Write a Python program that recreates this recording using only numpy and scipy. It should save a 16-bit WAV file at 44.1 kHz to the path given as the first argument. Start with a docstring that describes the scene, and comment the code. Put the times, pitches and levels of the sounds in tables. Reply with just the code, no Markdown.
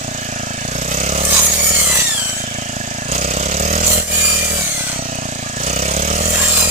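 """Brush cutter in standing wheat

A four-stroke petrol brush cutter is swung three times through dry wheat, close to a stereo microphone. Each
firing rings the air box and silencer with gas pulses and hisses in bursts of filtered noise. The throttle opens
before each sweep and closes after it, and the engine speed follows a drawn curve. In the crop the steel blade
rasps, rings and squeals and sings at its tooth rate; stalks snap and sharp firings crack."""
import sys
import numpy as np
from scipy import signal
from scipy.fft import rfft, irfft, next_fast_len
from scipy.io import wavfile
from scipy.ndimage import uniform_filter1d, map_coordinates

SR = 44100
rng = np.random.default_rng(int(sys.argv[2]) if len(sys.argv) > 2 else 0)


def master(y):
    """Save y as 16-bit WAV."""
    cut = np.clip(np.atleast_2d(y).T, -1, 1)
    pcm = np.round(cut * 32767)  # scale
    wavfile.write(sys.argv[1], SR, pcm.astype(np.int16))


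N = 295470
IDLE_HZ, CLUTCH_HZ = 27.36, 30.14  # firings per second at idle and where the clutch grips


def amp(db):
    """Decibels to gain."""
    return 10 ** (np.asarray(db) / 20)


def unit(x):
    """Scale to rms 1."""
    return x / np.sqrt(np.mean(x ** 2) + 1e-20)


def along(points, hz):
    """Read (Hz, value) points on a log frequency axis."""
    f, v = np.transpose(points)
    return np.interp(np.log(hz + 1), np.log(f + 1), v)


def curves(rows):
    """One value per sample for each column after the time in seconds."""
    seconds, *columns = np.transpose(rows)
    return [np.interp(np.arange(N) / SR, seconds, column) for column in columns]


def gate(start, rise, end, fall):
    """Rise from 0 to 1, hold, and fall back; all in seconds."""
    return np.interp(np.arange(N) / SR, [start, start + rise, end, end + fall], [0, 1, 1, 0])


def swells(rows):
    """A dB curve of smooth humps, one per (centre s, half length s, dB) row."""
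    t = np.arange(N) / SR
    return sum(db * np.exp(-((t - s) / half) ** 2) for s, half, db in rows)


def lagged(x, seconds):
    """Follow x with a first-order lag."""
    keep = np.exp(-1 / (seconds * SR))
    return signal.lfilter([1 - keep], [1, -keep], x)


def wobble(rate):
    """A smooth random curve with rate knots a second."""
    knots = rng.standard_normal(int(N * rate / SR) + 4)
    return map_coordinates(knots, [np.arange(N) * rate / SR])


def filtered(x, response):
    """Multiply the spectrum of x by a response of frequency."""
    size = next_fast_len(N + 8192)
    spectrum = rfft(x, size) * response(np.fft.rfftfreq(size, 1 / SR))
    return irfft(spectrum, size)[..., :N]


def ring(spectrum, size=8192):
    """The causal, minimum-phase impulse response of a body with this spectrum."""
    log_gain = np.log(amp(along(spectrum, np.fft.rfftfreq(size, 1 / SR))))
    cepstrum = irfft(log_gain)
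    cepstrum[1:size // 2] *= 2
    cepstrum[size // 2 + 1:] = 0
    return irfft(np.exp(rfft(cepstrum)))


# Likeness of the two microphone ports. Each row: frequency in Hz, correlation (held within -1 to 1).
PORT_LIKENESS = [(100, 1.5), (1050, 3.5), (1200, 0.55), (2200, 0.95), (5000, -0.03), (14000, -0.1)]


def spread(pair, spectrum):
    """Colour two unrelated signals and blend them into a stereo pair of rms 1."""
    def mid_side(hz):
        turn = np.arccos(np.clip(along(PORT_LIKENESS, hz), -1, 1)) / 2
        return amp(along(spectrum, hz)) * np.array([np.cos(turn), np.sin(turn)])

    mid, side = filtered(pair, mid_side)
    return unit(np.array([mid + side, mid - side]))


def noise(patchy_db):
    """Two white noises with drifting patches of gain over time and frequency."""
    z = signal.stft(rng.standard_normal((2, N)), nperseg=1024)[2]
    field = rng.standard_normal(z.shape[1:])
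    field = uniform_filter1d(field, size=4, axis=0)
    field = uniform_filter1d(field, size=12, axis=1)
    patchy = signal.istft(z * amp(patchy_db * unit(field)), nperseg=1024)[1]
    return unit(patchy[:, :N])


def level(law, throttle, speed):
    """The gain of a layer changes with throttle and engine speed."""
    idle_db, open_db, slope_db = law
    return amp(idle_db + open_db * throttle + slope_db * (speed - IDLE_HZ))


def placed(pair, late_ms, right_db):
    """Off to one side, a source reaches the left port later and the right port right_db stronger."""
    sides = np.array([[-.5], [.5]])
    return filtered(pair, lambda hz: amp(sides * right_db) * np.exp(2j * np.pi * hz * sides * late_ms / 10 ** 3))


def strokes(cycles, phase, scatter_db):
    """One impulse per engine cycle at the given phase, each of its own size."""
    at = np.interp(np.arange(int(cycles[-1]) + 1) + phase, cycles, np.arange(N)).astype(int)
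    at = at[(at > 0) & (at < N - 1)]
    sizes = amp(scatter_db * rng.standard_normal(len(at)))
    return np.bincount(at, sizes, N)


def thump(cycles, spectrum, pattern):
    """The gas pulses of each cycle ring the air box and silencer."""
    pulses = sum(size * strokes(cycles, phase, scatter_db=1.94) for phase, size in pattern)
    return unit(signal.fftconvolve(pulses, ring(spectrum))[:N])


# Colour of one gas pulse, throttle open and closed. Each row: frequency in Hz, relative level in dB.
OPEN_PULSE = [(20, -43), (40, -2.5), (78, 1.5), (125, -1), (200, -2.5), (245, -5), (330, -16), (440, -8),
              (570, -1.5), (690, -5.5), (850, -28), (1300, -8), (2000, -43.5)]
CLOSED_PULSE = [(20, -7), (55, 2.5), (110, 4.5), (165, 4), (220, 4.5), (270, 1.5), (360, -11.5),
                (500, -10.5), (660, 4.5), (760, -3), (900, -10.5), (1300, -11), (2000, -61)]
# Gas pulses of one cycle, throttle open and closed. 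Each row: phase in cycles, signed relative size.
PULLING = [(0.286, 0.78), (0.586, -0.67)]
COASTING = [(.372, -0.98), (.605, -0.49)]


def engine(cycles, throttle):
    """Open throttle gives a push and a pull; closed throttle lighter puffs."""
    pulling = np.sqrt(throttle) * thump(cycles, OPEN_PULSE, PULLING)
    coasting = np.sqrt(1 - throttle) * thump(cycles, CLOSED_PULSE, COASTING)
    return pulling + amp(-1.06) * coasting


def chuff(cycles, throttle, opens, rise, fall, steady):
    """Envelope of a burst that returns each cycle, stronger under load; times in cycles."""
    age = (cycles - opens) % 1
    burst = unit((1 - np.exp(-age / rise)) ** 2 * np.exp(-age / fall))
    strength = (0.24 + 0.57 * throttle) * amp(1.55 * wobble(35))
    envelope = np.hypot(steady, strength * burst)
    # hold the slow loudness even, so that only the pulsing is left
    return envelope / np.sqrt(uniform_filter1d(envelope ** 2, size=6000))


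# Colour of the steel disc, lent to the gear housing too. Each row: frequency in Hz, relative level in dB.
STEEL_COLOUR = [(1500, 2), (2400, 8), (4000, -11), (5700, -1.5), (6900, -0.5), (8200, 13), (10000, -8.5),
                (15000, 0)]


def gear_rattle(cycles, speed, hz, width_hz):
    """Near idle the slack drive is jolted once a cycle and rings the gear housing."""
    slack = np.clip((32 - speed) / 4, 0, 1)
    pulsing = chuff(cycles, slack, opens=0.37, rise=0.086, fall=0.31, steady=0.54)
    jolts = pulsing * noise(patchy_db=0.5)
    housing = filtered(jolts, lambda f: (1j * f * width_hz / (hz * hz - f * f + 1j * f * width_hz)) ** 2)
    return slack * spread(housing, STEEL_COLOUR)


# Colours of valve gear and exhaust gas, hiss, finest fizz (gas and straw) and low turbulence.
# Each row: frequency in Hz, relative level in dB.
VALVE_COLOUR = [(1500, -12), (3000, -9.5), (4200, -5.5), (5500, -3.5), (6300, 4), (6950, 6), (7500, -1),
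                (8100, 3.5), (8600, -19), (10000, -9.5), (15000, -71)]
HISS_COLOUR = [(500, -3), (750, 1.5), (950, 3), (1290, 5.5), (1500, 5), (1750, 3.5), (2300, 4), (2950, 4),
               (4100, -2), (5500, 1.5), (7000, -3), (8100, 0), (8800, -10), (13000, -48)]
FIZZ_COLOUR = [(6500, -26), (8500, 8), (9400, 2.5), (10300, 1.5), (11400, 4.5), (12400, 1), (14000, 0),
               (15500, -4)]
RUMBLE_COLOUR = [(20, -2), (60, 4), (150, -14), (350, -13), (600, 10.5), (1200, -16.5), (2000, -35)]
# Level laws, before the other gains of each layer.
# Each row: level in dB at idle, dB added by open throttle, dB per extra firing a second.
THUMP_LAW = (-26.5, 2.6, 0.25)
CLATTER_LAW = (-31, 5.7, 0.13)
GAS_FIZZ_LAW = (-45, 9.2, 0.39)
# The throttle is squeezed before each sweep.
# Each row: start of opening in seconds, opening time in seconds, start of closing in seconds.
SQUEEZES = [(0.57, 0.44, 1.975), (3.049, 0.095, 4.58), (5.55, 0.1, 6.8)]
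CLOSING_S, LULL_S, LULL_DB = 0.08, 0.074, -0.5  # the thump falters as the throttle shuts
BARK_S, BARK_DB = 0.06, 2  # the first firings on a freshly opened throttle crack harder
THUMP_SINKS_DB = -4.5  # while the blade is deep in the crop


def motor(speed, throttle, bite, deep):
    """Thump, valve tick, exhaust hiss and gear rattle, all locked to the firings."""
    cycles = np.cumsum(speed) / SR
    # out of the crop the engine makes most of the treble
    free = np.sqrt(1 - .9 * bite)
    tick = free * chuff(cycles, throttle, opens=.12, rise=0.018, fall=0.31, steady=0.22)
    gas = free * chuff(cycles, throttle, opens=0.27, rise=0.038, fall=0.77, steady=0.63)
    valves = amp(-0.5) * tick * spread(noise(patchy_db=1.0), VALVE_COLOUR)
    hiss = amp(1.0) * gas * spread(noise(patchy_db=2.5), HISS_COLOUR)
    rattle = amp(-3) * free * gear_rattle(cycles, speed, hz=1696, width_hz=150)
    fizz = level(GAS_FIZZ_LAW, throttle, speed) * gas * spread(noise(patchy_db=6), FIZZ_COLOUR)
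    # turbulence rides on the gas pulses and grows with throttle and with the blade's draught
    gust = chuff(cycles, throttle, opens=0.34, rise=0.037, fall=1.0, steady=1.0)
    turbulence = amp(-15.5 + 0.8 * throttle + 4 * bite) * gust
    rumble = turbulence * spread(noise(patchy_db=1.5), RUMBLE_COLOUR)
    lulls_db = swells([(closes + CLOSING_S, LULL_S, LULL_DB) for _, _, closes in SQUEEZES])
    body = level(THUMP_LAW, throttle, speed) * (engine(cycles, throttle) + rumble)
    body = amp(THUMP_SINKS_DB * deep + lulls_db) * body
    bark = amp(swells([(opens + rise, BARK_S, BARK_DB) for opens, rise, _ in SQUEEZES]))
    clatter = level(CLATTER_LAW, throttle, speed) * (bark * valves + hiss + rattle)
    return body + clatter + bark * fizz


def crackle(rate, spread_db, life):
    """Envelope of rate small stalk fractures a second, of very unequal size, each dying over life seconds."""
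    sizes = amp(spread_db * np.minimum(rng.exponential(size=N), 4))
    hits = (rng.random(N) < rate / SR) * sizes
    return unit(signal.lfilter([1], [1, -np.exp(-1 / (life * SR))], hits))


# Colour of a crack. Each row: frequency in Hz, gain in dB.
CRACK_COLOUR = [(500, -33), (2500, -39), (7000, 21.5), (15000, -1)]
# Loud short cracks near the microphone, some from snapping stalks, some from sharp engine firings. Each row:
# start in seconds, relative level in dB.
CRACKS = [(1.252, 1.5), (3.1214, -10), (3.5984, -4.5), (3.7286, -9), (3.866, -2), (5.1548, -13),
          (5.6664, -14), (5.761, -7), (6.304, -3), (6.4837, -1)]


def cracks(t60):
    """Short bright cracks, each falling 60 dB in t60 seconds."""
    out = np.zeros((2, N + SR))
    t = np.arange(SR // 20) / SR
    for s, db in CRACKS:
        crack = amp(db - 18 - 60 * t / t60) * rng.standard_normal((2, len(t)))
        out[:, round(s * SR):][:, :len(t)] += crack
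    return filtered(out[:, :N], lambda hz: amp(along(CRACK_COLOUR, hz)))


# Free modes of the steel disc. Each row: frequency in Hz, width in Hz, relative level in dB.
DISC_MODES = [(1380, 150, 2.5), (1753, 37, -10), (2386, 40, 1), (3120, 380, 6), (4030, 34, 3.5),
              (4520, 37, -0.5), (4750, 59, -4), (5890, 280, 6), (6470, 39, 6), (7350, 81, -24),
              (7630, 110, 18), (7500, 87, -12), (8070, 71, 12), (8550, 64, -32), (9400, 100, 13)]


def disc(drive):
    """Stalks scrape the steel disc and keep its modes ringing."""
    def modes(f):
        return sum(amp(db) * 1j * f * w / (c * c - f * f + 1j * f * w) for c, w, db in DISC_MODES)

    return unit(filtered(drive, modes))


# The disc is caught and squeals loudly.
# Each row: start in seconds, length in seconds, frequency in Hz, relative level in dB.
SQUEALS = [(1.23, 0.22, 8200, -24.5), (1.24, 0.26, 5780, -28), (1.311, 0.3, 6680, -19.5),
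           (1.58, 0.26, 6950, -20), (2.121, 0.64, 3100, -35.5), (2.201, 0.25, 7730, -27.5),
           (3.8, 0.354, 7350, -20.5), (4.102, 0.43, 2416, -28), (4.12, 0.3, 7050, -20),
           (4.2, 0.2, 4650, -27), (4.619, 0.49, 4380, -36.5), (4.728, 0.34, 8200, -34),
           (4.8, 0.42, 5850, -36.5), (6.35, 0.28, 7443, -23)]


def squeals(sag, flutter_db, flutter_rate):
    """Each squeal swells and fades, wavers, and sags a little in pitch as the disc slows."""
    out = np.zeros((2, N + SR))
    for s, length, hz, db in SQUEALS:
        t = np.arange(int(np.clip(length, .05, .9) * SR)) / SR
        swell = np.sin(np.pi * (t / t[-1]) ** 0.76).clip(0) ** 0.69
        turn = 2 * np.pi * hz * (t + sag * t * (t[-1] - t) / 2)
        for port in out:
            knots = rng.standard_normal((2, 128))
            gain, drift = (map_coordinates(row, [t * flutter_rate], mode="mirror") for row in knots)
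            loudness = amp(db + 4.5 + flutter_db * gain) * swell
            port[round(s * SR):][:len(t)] += loudness * np.sin(turn + 1.2 * drift)
    return out[:, :N]


DRAG, DRAG_S = 0.13, 0.22  # share of blade speed lost to the crop with the clutch open, and its lag


def tooth_rate(speed, bite, strikes):
    """The blade follows the engine; near idle the clutch lets go and the crop brakes it."""
    loose = np.clip((CLUTCH_HZ - speed) / 2, 0, 1)
    return speed * strikes * (1 - DRAG * lagged(bite * loose, DRAG_S))


# Overtones of the blade's song. Each row: multiple of the tooth rate, relative level in dB.
TOOTH_ORDERS = [(1, -4), (2, 10.5), (3, 4), (4, -8), (5, -7.5), (6, -24), (7, -20), (8, -21)]


def teeth(tooth_hz, bite, wander, blur, blur_rate):
    """The spinning blade sings at its tooth rate; teeth that strike stalks add fuzzy overtones."""
    turn = 2 * np.pi * np.cumsum(tooth_hz * (1 + wander * wobble(45))) / SR
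    pair = np.zeros((2, N))
    for k, db in TOOTH_ORDERS:
        strength = amp(db) * (bite if k > 1 else 1) * amp(1.5 * wobble(25))
        for port in pair:
            drift = np.exp(2j * wobble(30))
            fuzz = drift + blur * np.sqrt(k) * (wobble(blur_rate) + 1j * wobble(blur_rate))
            port += strength * np.real(fuzz * np.exp(1j * k * turn))
    return spread(pair, STEEL_COLOUR)


# The blade passes through the crop. Each row: entry in seconds, entry time in seconds,
# start of leaving in seconds, leaving time in seconds, tooth strikes per firing,
# extra straw level in dB, extra song level in dB.
CUTS = [(1.12, 0.2, 2.2, 0.26, 58.8, 1.5, 1), (3.83, 0.04, 4.85, 0.15, 60.4, -0.5, -1.5),
        (6.13, 0.16, 6.8, 0.2, 60.3, -1.5, 1.5)]


def per_cut():
    """Tooth strikes, straw dB and song dB of each cut, gliding from one cut to the next."""
    return curves([(s, *values) for enters, _, leaves, _, *values in CUTS for s in (enters, leaves)])


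# Colour of the rasp. Each row: frequency in Hz, relative level in dB.
RASP_COLOUR = [(410, -20), (700, -8), (855, -13), (1280, -8), (1540, -11.5), (1700, -6), (2200, -6),
               (2350, -7), (2720, -7), (3110, -6), (4250, -7), (4590, -4), (5360, -8), (6930, 2.5),
               (10000, -20), (13000, -48), (22000, -120)]
# Thick bunches of stalks meet the blade. Each row: centre in seconds, half length in seconds, extra dB.
BUNCHES = [(1.37, 0.075, 7), (1.8, 0.09, 4), (1.99, 0.12, 4.5), (3.92, 0.13, 3), (4.25, 0.092, 3),
           (4.85, 0.028, -1.5), (6.42, 0.12, 3.5), (6.6, 0.084, 4)]
# Level laws, before the other gains of each layer; the song rides on the rasp law as well.
# Each row: level in dB at idle, dB added by open throttle, dB per extra firing a second.
RASP_LAW = (-22.5, 0.98, 0.092)
STRAW_LAW = (-32.5, 5.4, 0.3)
SONG_LAW = (-5.5, -0.092, -0.48)
# the teeth start to sing well into the cut; faint in free air
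SONG_AFTER_S, SONG_RISE_S, SONG_FREE_DB = 0.25, 0.25, -20
SETTLE_S, SETTLE_DB = 0.2, -13  # cut straw still rustles after the blade has left


def blade(speed, throttle, bite):
    """The blade rasps, rings and sings in the crop, most often louder in bunches; torn straw fizzes."""
    strikes, straw_db, song_db = per_cut()
    bunch_db = swells(BUNCHES)
    cutting = np.sqrt(bite) * unit(2.2 + crackle(rate=480, spread_db=3.5, life=0.0025))
    rasp = amp(-0.5) * cutting * spread(noise(patchy_db=5.0), RASP_COLOUR)
    scrape = noise(patchy_db=2.5)
    ringing = amp(-5.0) * np.sqrt(bite + 0.005) * disc(scrape)

    singing = sum(gate(enters + SONG_AFTER_S, SONG_RISE_S, leaves, fall)
                  for enters, _, leaves, fall, *_ in CUTS)
    song_gain = level(SONG_LAW, throttle, speed) * amp(song_db) * singing + amp(SONG_FREE_DB)
    tooth_hz = tooth_rate(speed, bite, strikes)
    song = song_gain * teeth(tooth_hz, bite, wander=0.004, blur=0.47, blur_rate=240)
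    steel = level(RASP_LAW, throttle, speed) * amp(bunch_db) * (rasp + ringing + song)

    straw = amp(2 * wobble(22)) * unit(6 + crackle(rate=220, spread_db=6.5, life=.0008))
    settling = amp(SETTLE_DB) * np.sqrt(lagged(bite, SETTLE_S))
    falling = np.hypot(np.sqrt(bite) * cutting, settling)
    spray = spread(noise(patchy_db=2.5), FIZZ_COLOUR)
    straw_gain = level(STRAW_LAW, throttle, speed) * amp(straw_db + 0.64 * bunch_db)
    fizz = straw_gain * falling * straw * spray
    squeal = squeals(sag=0.0153, flutter_db=2.5, flutter_rate=60)
    return steel + fizz + squeal + cracks(t60=0.025)


# Engine speed. Each row: time in seconds, firings per second.
ENGINE_SPEED = [(0.0, 29.84), (0.4, 27.46), (0.609, 27.46), (0.715, 29.27), (1.377, 38.23), (1.717, 38.8),
                (1.882, 34.51), (1.995, 33.65), (2.209, 27.31), (3.017, 27.67), (3.161, 31.65),
                (3.373, 32.81), (3.852, 41.38), (4.591, 38.3), (4.801, 33.61), (5.147, 30.13),
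                (5.572, 27.58), (5.661, 30.84), (6.276, 40.73), (6.7, 40.88)]
# The whole sound dips briefly. Each row: centre in seconds, half length in seconds, change in dB.
DIP = [(4.06, 0.049, -9)]
DEEP_AFTER_S, DEEP_RISE_S = 0.1, 0.22  # the blade is deep in the crop a little after it enters
SWING_DB, SWING_S = 3, 0.54  # the blade swings toward the left port as it cuts: left-right dB, lag


def scene():
    """The engine stays on the right with the reaper; the blade swings toward the left port in each cut."""
    speed, = curves(ENGINE_SPEED)
    throttle = sum(gate(opens, rise, closes, CLOSING_S) for opens, rise, closes in SQUEEZES)
    bite = sum(gate(enters, rise, leaves, fall) for enters, rise, leaves, fall, *_ in CUTS)
    deep = sum(gate(enters + DEEP_AFTER_S, DEEP_RISE_S, leaves, fall)
               for enters, _, leaves, fall, *_ in CUTS)
    machine = placed(motor(speed, throttle, bite, deep), late_ms=0.351, right_db=0.17)
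    swing = amp(np.array([[.5], [-.5]]) * SWING_DB * lagged(deep, SWING_S))
    cutter = swing * placed(blade(speed, throttle, bite), late_ms=0.089, right_db=-1.5)
    return amp(swells(DIP)) * (machine + cutter)


# Colour difference of the two microphone ports. Each row: frequency in Hz, left minus right in dB.
PORT_TILT = [(60, -2), (92, 0.5), (140, 2), (210, -2), (330, 1), (500, -2.5), (770, 1.5), (1170, -1),
             (1790, -1.5), (2740, -3), (4190, -7.5), (6410, -6.5), (9810, 5), (15000, -15.5)]
TOP_HZ = 15550  # nothing passes above this


def record(dry):
    """Each microphone port has its own colour; the highest peaks are rounded off and the band is limited."""
    pair = filtered(dry, lambda hz: amp(np.array([[.5], [-.5]]) * along(PORT_TILT, hz)))
    pair = pair / (1 + np.abs(pair / .95) ** 6) ** (1 / 6)
    return filtered(pair, lambda hz: hz < TOP_HZ)


dry = scene()
out = record(dry)
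master(out)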